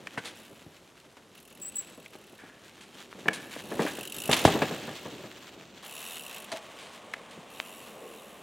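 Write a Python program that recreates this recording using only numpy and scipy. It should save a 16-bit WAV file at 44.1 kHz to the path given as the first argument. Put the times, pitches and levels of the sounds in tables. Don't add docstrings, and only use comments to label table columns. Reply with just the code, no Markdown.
import sys
import numpy as np
from scipy import signal
from scipy.fft import rfft, irfft, next_fast_len
from scipy.io import wavfile

SR = 44100
rng = np.random.default_rng(int(sys.argv[2]) if len(sys.argv) > 2 else 0)


def to_wav(s):
    ch = np.atleast_2d(s).T
    pcm = np.round(np.clip(ch, -1, 1) * 32767)
    wavfile.write(sys.argv[1], SR, pcm.astype(np.int16))


N = 371322
T = np.arange(N) / SR
PASS_S, PASS_DISTANCE_M, SPEED_M_PER_S = 4.294, 1.31, 6.1
DISTANCE_M = np.hypot(PASS_DISTANCE_M, SPEED_M_PER_S * (T - PASS_S))
SCENE_CHANGE_S = 5.826
FAR = np.clip((T - SCENE_CHANGE_S) / 0.0019, 0, 1)


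def from_db(db):
    return 10 ** (np.asarray(db) / 20)


def rms_one(x):
    return x / np.sqrt(np.mean(x ** 2) + 1e-20)


def cut(x, hz, kind="low", order=2):
    return signal.sosfilt(signal.butter(order, hz, kind, fs=SR, output="sos"), x)


def drift(rate_hz):
    knots = rng.standard_normal(4000)
    return np.interp(T * rate_hz, np.arange(len(knots)), knots)


def swell(at_s, half_s):
    return np.exp(-((T - at_s) / half_s) ** 2)


def ring(x, hz, t60_s):
    r, w = from_db(-60 / (t60_s * SR)), 2 * np.pi * hz / SR
    return signal.lfilter([0, np.sin(w)], [1, -2 * r * np.cos(w), r * r], x + 1e-18)


def tails(x, decay_s):
    return signal.lfilter([1], [1, -np.exp(-1 / (decay_s * SR))], x + 1e-18)


def add(out, at_s, sound):
    i = int(at_s * SR)
    out[..., i:i + sound.shape[-1]] += sound[..., :N - i]


def coloured(spectrum, envelope, ripple_db=0):
    size = next_fast_len(N + 4096, True)
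    hz = np.arange(size // 2 + 1) * SR / size
    knot_hz, knot_db = np.transpose(spectrum)
    shape_db = np.interp(np.log(hz + 1e-3), np.log(knot_hz), knot_db)
    ripple = np.interp(hz, np.linspace(0, SR / 2, 300), rng.standard_normal(300))
    bass_loss = 1 + (.6 * knot_hz[0] / (hz + 1)) ** 4
    gain = rms_one(from_db(shape_db + ripple_db * ripple) / bass_loss + 1e-5)
    cepstrum = irfft(np.log(gain), size)
    response = np.exp(rfft(2 * cepstrum[:size // 2], size) - cepstrum[0])
    noise = rng.standard_normal((2, N)) * envelope
    mid, side = irfft(rfft(noise, size) * response, size)[:, :N]
    return mid + from_db(-17) * side * [[1], [-1]]


def grains(per_s, spread_db, bed):
    breaks = rng.random(N) < per_s / SR
    sizes = from_db(spread_db * np.minimum(rng.exponential(1, N), 4))
    return rms_one(bed + rms_one(tails(breaks * sizes, decay_s=0.0005)))


def contact(rattle_s, rattle):
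    t = np.arange(SR // 3) / SR
    force = rattle * rng.standard_normal(len(t)) * np.exp(-t / rattle_s)
    force[0] += 1
    return force


def tyres():
    # t/s, gain/dB, half length/s
    loads = [(0.132, 12, 0.51), (1.775, 5.5, 0.21), (2.66, -2.5, .25), (3.82, 7.5, .08), (4.14, -10, .14),
             (4.53, 6.5, 0.18), (5.698, 3, 0.085)]
    # f/Hz, density/dB
    rumble_spectrum = [(24, -51), (40, -23), (80, -11.5), (150, -2), (215, 0.5), (261, -0.5), (362, 0.5),
                       (452, -3), (548, -3), (1400, -19), (1820, -39), (3080, -120)]
    crunch_spectrum = [(600, -4), (1200, 1.5), (2400, 2), (3100, 3), (4000, -0.5), (5000, -6.5), (7000, -6),
                       (15500, -20.5)]
    hum_spectrum = [(250, -6.5), (490, 8), (700, -3), (1200, -32)]
    load_db = sum(db * swell(at_s, half_s) for at_s, db, half_s in loads)
    near_gain = (1 - FAR) * from_db(load_db) / DISTANCE_M
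    rumble = coloured(rumble_spectrum, near_gain * from_db(-35.5 + 2.9 * drift(45)))
    receding = FAR * from_db(-49 - 5 * (T - SCENE_CHANGE_S))
    leaves = grains(per_s=450, spread_db=2.5, bed=1.48) * from_db(3.08 * drift(35))
    crunch = coloured(crunch_spectrum, (near_gain * from_db(-37) + receding) * leaves)
    firm_ground = swell(at_s=8.04, half_s=0.2)
    hum = coloured(hum_spectrum, FAR * from_db(-59 + 11 * firm_ground))
    return rumble + crunch + hum


def forest_air():
    # f/Hz, density/dB
    first_spectrum = [(24, -50), (40, -10), (106, -3), (296, -4.5), (1170, -10), (1470, -11.5), (2030, -17),
                      (5530, -19), (12300, -25.5), (15800, -46)]
    second_spectrum = [(24, -56), (40, -19), (133, -10), (214, -0.5), (344, -8), (659, -3), (983, -7),
                       (1090, -2.5), (1360, -13), (3110, -14), (4880, -28.5), (8450, -25), (10900, -35.5),
                       (15800, -60)]
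    first = coloured(first_spectrum, (1 - FAR) * from_db(-61.5))
    return first + coloured(second_spectrum, FAR * from_db(-50.5))


def clacks():
    # t/s, peak/dB, f/Hz, t60/s, rattle decay/s
    impacts = [(0.071, -25.5, 1900, 0.0064, 0.0028), (0.175, -25.5, 1527, 0.038, 0.013),
               (1.169, -39.5, 1320, 0.0015, .012), (2.061, -32.5, 2350, .008, .0024),
               (2.387, -43, 1760, 0.0098, 0.17), (3.128, -29, 1410, 0.0025, 0.0014),
               (3.2819, -16.5, 2270, 0.0086, 0.006), (3.2853, -5.5, 1725, 0.019, 0.000044),
               (3.865, -22.5, 1690, 0.0097, 0.017), (4.329, -12, 3370, 0.0054, 0.0078),
               (4.452, 1, 670, 0.0096, .00008), (4.619, -19.5, 2610, .004, 0.021),
               (6.52, -29, 657, 0.053, 0.038), (7.137, -20, 2000, 0.0045, 0.0029),
               (7.6009, -13, 2410, 0.0025, 0.00014)]
    out = np.zeros(N)
    for at_s, db, hz, t60_s, rattle_s in impacts:
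        force = contact(rattle_s, rattle=0.3)
        crack = cut(cut(force, 470, "high"), 6300)
        ringing = ring(force, hz, t60_s) + .5 * ring(force, hz * 1.296, t60_s * 0.56)
        clack = cut(ringing, hz * 0.25, "high") + 0.57 * crack
        add(out, at_s, from_db(db) * clack / np.abs(clack).max())
    return out


def bounces(count, start_s=4.551, gap_s=.16, stretch=1.048):
    times_s = start_s + np.r_[0, np.cumsum(gap_s * stretch ** np.arange(count - 1))]
    first_db, loss_db, hard_hz, low_hz, rattle_s = -20, 3.5, 1010, 127, 0.03
    return [(at_s, first_db - loss_db * k, hard_hz, low_hz, rattle_s) for k, at_s in enumerate(times_s)]


def thumps():
    # t/s, peak/dB, hardness low-pass/Hz, high-pass/Hz, rattle decay/s
    blows = [(0.177, -23.5, 2500, 130, 0.0096), (.664, -37.5, 500, 95, 0.013),
             (1.978, -38, 500, 149.4, .02), (2.153, -37, 600, 220, 0.0053), (2.436, -37, 502.4, 200, 0.012),
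             (3.258, -27, 1200, 150, 0.017), (3.282, -22, 900, 146, 0.034),
             (3.564, -27.5, 1500, 247, 0.0041), (3.717, -26, 1400, 189, 0.03),
             (3.794, -15, 500, 220, 0.019), (3.851, -20.5, 500, 237, 0.0053),
             (3.985, -26.5, 700, 243, 0.006), (4.2923, -13.5, 1300, 100, 0.025),
             (4.4543, -5, 510, 99, 0.0036), (4.476, -11, 1190, 100, 0.017), (4.62, -13.5, 1465, 130, 0.017),
             (6.527, -39.5, 400, 130, 0.018), (7.376, -38, 59, 149, .01)]
    # f/Hz, level/dB, t60/s
    modes = [(84, -66, .07), (128, -27, 0.035), (171.4, -11.5, 0.14), (229, -2, 0.026), (290, -14, 0.055),
             (326, -0.5, 0.022), (493, 8, 0.014), (646, -3, 0.026), (769, 4, 0.013), (1040, 12, 0.0038),
             (1700, 5.5, 0.011)]
    out = np.zeros(N)
    for at_s, db, hard_hz, low_hz, rattle_s in blows + bounces(count=5):
        force = cut(contact(rattle_s, rattle=.13), hard_hz, order=1)
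        body = sum(from_db(mode_db) * ring(force, hz, t60_s) for hz, mode_db, t60_s in modes)
        body = cut(body, low_hz, "high", order=4)
        add(out, at_s, from_db(db) * body / np.abs(body).max())
    return out


def scuffs():
    # t/s, level/dB, decay/s, low-pass/Hz
    slides = [(0.177, -38, 0.018, 2500), (.248, -39.5, 0.049, 6100), (2.809, -50, 0.045, 7000),
              (3.331, -37, 0.036, 12300), (3.796, -49, .11, 3500), (4.313, -23, 0.013, 5000),
              (4.3282, -20, 0.02, 4000), (4.376, -34, 0.067, 6000), (4.4503, -22.5, 0.023, 5970),
              (4.71, -46.5, 0.49, 5970), (6.517, -32.5, 0.015, 2800), (6.786, -49, 0.15, 4500),
              (7.309, -48.5, .029, 5000)]
    # f/Hz, density/dB
    grit_spectrum = [(500, -4.5), (1400, -4.5), (3100, 1), (4200, -2), (5200, -7), (10000, -5),
                     (15500, -25)]
    out, t = np.zeros((2, N)), np.arange(SR) / SR
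    grit = coloured(grit_spectrum, grains(per_s=1500, spread_db=3.0, bed=1.2))
    for at_s, db, decay_s, bright_hz in slides:
        i = int(at_s * SR)
        spray = rms_one(cut(grit[:, i:i + len(t)], bright_hz, order=1))
        envelope = np.exp(-(t / decay_s) ** 1.7) * (1 - np.exp(-t / 0.00037))
        add(out, at_s, from_db(db) * spray * envelope)
    return out


def ratchet(rate_hz, start_s, end_s):
    rate_hz = np.maximum(rate_hz, 1)
    teeth = np.cumsum(rate_hz * (T >= start_s) * (T < end_s)) / SR
    return np.diff(np.ceil(teeth), prepend=0) / np.sqrt(rate_hz)


def freehub():
    # t/s, rate/Hz
    jump = [(3.404, 82), (3.6, 59), (3.85, 63), (4.11, 40.5), (4.2, 58), (4.38, 38), (4.65, 68), (4.92, 47),
            (5.27, 72), (5.544, 45)]
    # start/s, crest/s, end/s, crest rate/Hz, rate slope/(Hz/s), crest level/dB, level slope/(dB/s)
    coasts = [(.355, .38, 0.9, 65, 17, -31.5, 36), (1.351, 1.6, 2.4, 41.4, 7.6, -31, 9),
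              (5.847, 6.08, 6.445, 90, 125, -16.5, 20), (7.501, 7.707, 7.97, 93, 39, -23.5, 30),
              (7.978, 8.167, 8.6, 84, 15.4, -28.5, 18)]
    # f/Hz, density/dB
    hub_spectrum = [(1180, -37), (2000, -32), (2220, -22), (2680, 5.5), (3080, 3.5), (3360, -24),
                    (3830, -14), (5130, -14), (7770, -6.5), (8550, -10), (10900, -5.5), (13300, -9),
                    (15800, -14.5)]
    pawl_spectrum = [(2900, -51), (3350, -4), (3700, 4), (4250, -3), (5200, -51)]
    jump_s, jump_hz = np.transpose(jump)
    snaps = ratchet(np.interp(T, jump_s, jump_hz), jump_s[0], jump_s[-1])
    snaps *= from_db(-8) / DISTANCE_M ** 1.6
    for start_s, crest_s, end_s, crest_hz, hz_per_s, db, db_per_s in coasts:
        off_s = np.abs(T - crest_s)
        snaps += ratchet(crest_hz - hz_per_s * off_s, start_s, end_s) * from_db(db - db_per_s * off_s)
    shimmer = tails(snaps * from_db(1.36 * drift(60)), decay_s=0.0042)
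    shimmer = cut(shimmer, 390, order=1)
    hub = coloured(hub_spectrum, shimmer, ripple_db=4.0)
    return hub + coloured(pawl_spectrum, shimmer * from_db(-12 + 3.5 * drift(50)))


def bird(drop_hz=398, settle_s=.004):
    # t/s, length/s, level/dB, f/Hz
    notes = [(1.614, 0.028, -37, 7740), (1.643, 0.031, -36, 7700), (1.667, 0.035, -37.5, 7960),
             (1.754, 0.029, -32, 7780), (1.782, 0.015, -26.5, 7820), (1.796, 0.019, -35.5, 7620)]
    out = np.zeros(N)
    for at_s, length_s, db, hz in notes:
        t = np.arange(int(length_s * SR)) / SR
        pitch_hz = hz + drop_hz * np.exp(-t / settle_s) + 70 * drift(500)[:len(t)]
        phase = 2 * np.pi * np.cumsum(pitch_hz) / SR
        envelope = np.sqrt(np.sin(np.pi * t / length_s)) * from_db(db + 3.7 * drift(356)[:len(t)])
        add(out, at_s, envelope * (np.sin(phase) + from_db(-14) * np.sin(2 * phase)))
    return out


def trunks(x, t60_s, dull_hz):
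    t = np.arange(SR) / SR
    taps = rng.standard_normal((2, SR)) * (rng.random((2, SR)) < .05)
    mid, side = taps * from_db(-60 * t / t60_s) * (t > .008)
    response = np.array([mid + 0.092 * side, mid - 0.067 * side]) / np.linalg.norm(mid)
    return signal.fftconvolve(cut(x, dull_hz)[None], response, axes=1)[:, :N]


def close_pass(x):
    near = T < SCENE_CHANGE_S
    passed = np.clip(1 + (T - PASS_S) / 0.042, 0, 1)
    width_db = np.where(near, 13 * passed, -14.5)
    side = (x[0] - x[1]) / 2
    side_treble = np.where(near, cut(side, 9700, "high", order=1), cut(side, 2100, "high", order=1))
    x = x + (from_db(width_db) - 1) * side_treble * [[1], [-1]]
    away = np.clip((T - 4.42) / 0.12, 0, 1) * near
    band = signal.sosfilt(signal.butter(1, (8200, 12100), "band", fs=SR, output="sos"), x)
    return x - 0.65 * away * band


def scene():
    knocks, squeaks, sprays = thumps() + clacks(), bird(), scuffs()
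    echoes = from_db(-16) * trunks(knocks + sprays.mean(axis=0), t60_s=0.98, dull_hz=4550)
    echoes += from_db(-14.5) * trunks(squeaks, t60_s=0.56, dull_hz=11000)
    trail = close_pass(sprays + freehub() + tyres() + forest_air())
    return trail + echoes + knocks * from_db([[.4], [-.4]]) + squeaks * from_db([[1.3], [-1.3]])


def record(dry, ceiling=.85, cutoff_hz=15900):
    rounded = dry / (1 + (dry / ceiling) ** 8) ** (1 / 8)
    return signal.sosfilt(signal.ellip(10, .1, 80, cutoff_hz, fs=SR, output="sos"), rounded)


dry = scene()
out = record(dry)
to_wav(out)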